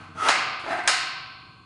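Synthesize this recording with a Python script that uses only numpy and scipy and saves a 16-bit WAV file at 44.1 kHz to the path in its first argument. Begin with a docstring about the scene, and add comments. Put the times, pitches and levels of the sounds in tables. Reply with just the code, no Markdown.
"""A faint steel ring and soft bumps over workshop rumble: a hand takes hold of a welded gate's bolt.
The bolt scrapes through its sleeves, sticking and slipping, and clunks against its stop.
Its handle turns down with a gritty scrape and faint squeaks, and lands with a bright clank.
Every contact is a short clash, then the ring of the solid bolt and the hollow bars of the frame."""
import sys
import numpy as np
from scipy import signal
from scipy.fft import rfft, irfft, next_fast_len
from scipy.io import wavfile

SR = 44100
rng = np.random.default_rng(int(sys.argv[2]) if len(sys.argv) > 2 else 0)


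def generate_wav(signal):
    """Clip the signal to [-1, 1] and save it as 16-bit WAV at the path in sys.argv[1]."""
    frames = np.transpose(np.atleast_2d(signal))
    scaled = np.clip(frames, -1, 1) * 32767
    pcm = np.round(scaled).astype(np.int16)
    wavfile.write(sys.argv[1], SR, pcm)


N = 72765


def amp(db):
    """Decibels to gain."""
    return 10 ** (np.asarray(db) / 20)


def unit(x):
    """Scale to rms 1."""
    return x / np.sqrt(np.mean(x ** 2) + 1e-20)


def along(points, hz):
    """Read a curve of (Hz, value) points on a log frequency axis."""
    point_hz, values = np.transpose(points)
    return np.interp(np.log(hz + 1), np.log(point_hz + 1), values)


def filtered(x, response):
    """Filter x by a complex gain given as a function of Hz."""
    size = next_fast_len(N + SR // 2)
    return irfft(rfft(x, size) * response(np.fft.rfftfreq(size, 1 / SR)), size)[:N]


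def noise(colour, size):
    """Noise of rms 1, coloured by (Hz, dB) points."""
    eq = amp(along(colour, np.fft.rfftfreq(size, 1 / SR)))
    return unit(irfft(rfft(rng.standard_normal(size)) * eq, size))


def add(out, start_s, x):
    """Mix x into out; a sound that starts before zero leaves only its tail."""
    start = round(start_s * SR)
    part = x[max(-start, 0):N - max(start, 0)]
    out[max(start, 0):][:len(part)] += part


def ring(modes):
    """Damped sines; neighbouring modes swing in opposite directions."""
    t = np.arange(N) / SR
    return sum((-1) ** k * amp(db - 60 * t / t60_s) * np.sin(2 * np.pi * hz * t)
               for k, (hz, db, t60_s) in enumerate(modes))


def steel_tones():
    """The clear tones of the gate: frame and bolt ringing in their strongest modes."""
    # hollow frame: pitch_hz, level_db, t60_s
    frame_modes = [(319.7, -9, 0.66), (720, -2, 0.62), (756.4, -7, 1.5), (764, -2.5, .5), (786, -10, 1.4),
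                   (845, 3.5, 0.24), (882, -2.5, 0.46), (975, -14.5, 1.52), (984, -11.5, 1.6),
                   (1037, -15.5, 1.9), (1050.5, -7, 1.8), (1075, -7, 1.3), (1118, -15, 2.6),
                   (1220, -9.5, 1.3), (1267.7, 3, 0.63), (1306, -5, 1.3), (1324, -4, 1.12),
                   (1430, -7.5, 0.4), (1487, 2, 0.45), (1541, -5, 1.64), (1518, -4.5, 1.1), (1555, 0, 1.3),
                   (1635, 0.5, 0.62), (1785, -1.5, .85), (1957, -5, 0.87), (2063, -2.5, 0.97),
                   (2072, -8.5, 1.1), (2270, -7.5, 0.84), (2410, -12.5, 1.6), (2522, -13.5, 1.5),
                   (2716, -13.5, 1.8), (2837, -1, 0.96)]
    # solid bolt and handle: pitch_hz, level_db, t60_s
    bolt_modes = [(1585, 11, 0.064), (2400, 14, 0.033), (3057, -14, 0.34), (3060, -16.5, 1.5),
                  (3470, -17.5, 2.1), (3705, -6, 0.91), (3967, -0.5, 0.32), (4100, -9, 1.3),
                  (4335, -6.5, 1.1), (4393, -9, 1.4), (4280, -11, 1.9), (5000, 6, 0.23), (5152, -5.5, 0.55),
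                  (5345, 1.5, .35), (6578, -1, .37), (8182, -2, .3)]
    return amp(-21) * (ring(frame_modes) + ring(bolt_modes))


def weak_modes(spacing_hz=11, spread_db=1.5):
    """Line spectrum of the gate's weak modes, uneven in spacing and strength."""
    lines = np.zeros(next_fast_len(N) // 2 + 2)
    count = int(SR / 2 / spacing_hz)
    place = (np.arange(count) + rng.random(count)) / count
    lines[(place * len(lines)).astype(int)] = amp(spread_db * rng.standard_normal(count))
    return lines


def shimmer(lines, size=512):
    """The diffuse ring of the weak modes, stirred differently by each contact; the highs die first."""
    # colour of the ring: pitch_hz, level_db
    colour = [(60, -55), (170, -30), (320, -11.5), (480, -17), (700, -7.5), (1250, -6.5), (1800, 0.5),
              (2700, -5), (3400, -10.5), (4600, -5), (5900, -9), (7000, -6.5), (10000, -12)]
    # ring time: pitch_hz, t60_s
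    decay = [(300, 1.5), (550, 1.16), (750, 1.42), (880, 0.69), (1050, 1.94), (1300, 1.62), (1430, 1.04),
             (1600, 1.4), (1720, 0.73), (2500, 1.304), (4500, 1.134), (5300, 0.91), (5800, 0.62),
             (7500, 0.48), (10500, 0.39)]
    phases = np.exp(2j * np.pi * rng.random(len(lines)))
    steady = unit(irfft(lines * phases))[:N]
    hz, t, spectra = signal.stft(steady, SR, nperseg=size)
    eq = unit(amp(along(colour, hz)))[:, None]
    fade = amp(-60 * t / along(decay, hz)[:, None])
    return signal.istft(spectra * eq * fade, SR, nperseg=size)[1][:N]


def gate(steel, ring_db, tones_db, clash_t60_s=0.061, size=8192):
    """The steel answers one contact: a short clash, then diffuse ring and clear tones."""
    # harsh noise of the attack: pitch_hz, level_db
    clash_colour = [(60, -41), (200, -17.5), (450, -3), (720, 8), (980, 6), (1500, 6.5), (2400, -5.5),
                    (3200, 3), (5000, 2.5), (6500, -0.5), (10000, -3.5)]
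    tones, lines = steel
    out = amp(ring_db - 10) * shimmer(lines) + amp(tones_db) * tones
    clash_fade = amp(-1 - 60 * np.arange(size) / SR / clash_t60_s)
    add(out, 0, clash_fade * noise(clash_colour, size))
    return out


def knocks(steel):
    """Each blow rings the gate anew; a harder contact is brighter. The first is only a tail."""
    # blows on the frame: start_s, level_db, hardness_hz, low_cut_hz, ring_db, tones_db
    blows = [(-.42, -5, 2200, 700, 3.5, 5), (0.2855, -3.5, 7000, 1300, 0, 1),
             (0.2902, 4.5, 1800, 480, -10.5, -5.5), (.301, -1, 2400, 1120, 5, -13),
             (.3275, -13, 2000, 900, -7, -12), (.596, -41.5, 14000, 8700, 13.5, 0),
             (.639, -10, 230, 120, 7, -14.5), (0.664, -2, 442, 121.5, -5, -8.5),
             (.704, -12.5, 700, 150, 8, -5), (.7895, -11, 1200, 400, -8, 0.5),
             (.8695, -28, 1300, 400, -16, -8), (0.8756, 0.5, 10000, 1332, 0, 2),
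             (0.8775, -11, 18100, 4600, 7.5, -11.5), (.8838, -0.5, 750, 1200, -35, -15.5),
             (0.8952, 3, 800, 1100, -8, -26.5), (0.972, -21, 9000, 1500, -19, -12)]
    out = np.zeros(N)
    for start_s, level_db, hardness_hz, low_cut_hz, ring_db, tones_db in blows:
        def contact(hz):
            low_cut = 1j * hz / (low_cut_hz + 1j * hz)
            return low_cut / (1 + 1j * hz / hardness_hz) / (1 + .5j * hz / hardness_hz)
        add(out, start_s, amp(level_db - 9) * filtered(gate(steel, ring_db, tones_db), contact))
    return out


def workshop():
    """Room tone: a low, steady rumble."""
    # colour of the room tone: pitch_hz, level_db
    colour = [(25, -14.5), (55, -7), (95, 1), (135, 9), (200, -6), (320, -5), (500, -17), (850, -19.5),
              (1100, -3.5), (2000, -77.5), (4500, -46.5), (6500, -34), (10000, -38)]
    return amp(-54) * noise(colour, next_fast_len(N))[:N]


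def bumps(rise_s=0.0019):
    """The whole gate shudders softly as the hand takes hold."""
    # dull touches: start_s, level_db
    touches = [(0, -48), (0.086, -47), (0.152, -44)]
    # lowest modes of the gate: pitch_hz, level_db, t60_s
    sway_modes = [(95.5, -0.5, 1), (162.6, 0, 0.31), (238, -2, 0.4), (311, -3, 0.34), (459, -7.5, .25)]
    out = np.zeros(N)
    attack = 1 - np.exp(-np.arange(N) / SR / rise_s)
    for start_s, level_db in touches:
        add(out, start_s, amp(level_db) * attack * ring(sway_modes))
    return out


def rub(force, colour, body, slips_per_s=4000, spread_db=4.5):
    """The bolt sticks and slips in its sleeves: a stream of tiny uneven contacts into the gate."""
    slips = (rng.random(N) < slips_per_s / SR) * np.sign(rng.standard_normal(N))
    slips *= amp(spread_db * rng.standard_normal(N))
    force_db = np.interp(np.arange(N) / SR, *np.transpose(force), left=-120, right=-120)
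    drive = unit(slips) * amp(force_db + 4.5) / np.sqrt(SR)
    scrape = signal.fftconvolve(drive, body)[:N]
    return filtered(scrape, lambda hz: amp(along(colour, hz)))


def push(steel):
    """The bolt slides home, its scrape swelling up to the stop."""
    # rubbing force: time_s, level_db
    force = [(0, -26), (.125, -42.5), (.16, -23), (.205, -11), (.24, -2), (.28, -1.5), (.30, -19),
             (.34, -55)]
    # EQ of the slide: pitch_hz, gain_db
    colour = [(100, 4.5), (200, 8.5), (450, 4), (620, 4), (800, 5.5), (1020, 1), (1300, 7), (1750, -8),
              (2000, -0.5), (2400, -8.5), (3000, -2), (3700, -11), (5000, -12), (10000, -14.5)]
    return rub(force, colour, gate(steel, ring_db=-1.5, tones_db=-7))


def turn(steel):
    """The handle swings down and grinds the bolt round in its sleeves."""
    # rubbing force: time_s, level_db
    force = [(.61, -46), (.645, -18), (.68, -12), (.715, -6.5), (.76, -11.5), (.80, -14.5), (.84, -23),
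             (.87, -11.5), (.9, -73)]
    # EQ of the grind: pitch_hz, gain_db
    colour = [(130, -3.5), (320, 11), (500, -5.5), (720, 7.5), (850, 1.5), (1400, -0.5), (2200, 0),
              (3600, -10), (6000, -18.5), (10000, -20)]
    return rub(force, colour, gate(steel, ring_db=-3, tones_db=-6))


def squeaks(pitch_hz=8240, width_hz=130, swell_s=0.0079):
    """The dry bolt sings briefly in its sleeve as it turns: swells of narrow-band noise."""
    # faint squeaks: peak_s, level_db
    peaks = [(0.779, -54), (.84, -55.5)]
    t = np.arange(N) / SR
    swell = sum(amp(db) * np.exp(-((t - peak_s) / swell_s) ** 2) for peak_s, db in peaks)
    whistle = filtered(rng.standard_normal(N), lambda hz: np.exp(-((hz - pitch_hz) / width_hz) ** 2))
    return swell * unit(whistle)


def scene():
    """Push, turn and clank, close up and in mono."""
    steel = steel_tones(), weak_modes()
    return (push(steel) + turn(steel) + squeaks() + knocks(steel) + bumps() + workshop())[None]


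def record(dry):
    """A steep low-pass takes off the top end."""
    top_hz = 10500
    return signal.sosfilt(signal.ellip(10, .3, 80, top_hz, fs=SR, output="sos"), dry)


dry = scene()
out = record(dry)
generate_wav(out)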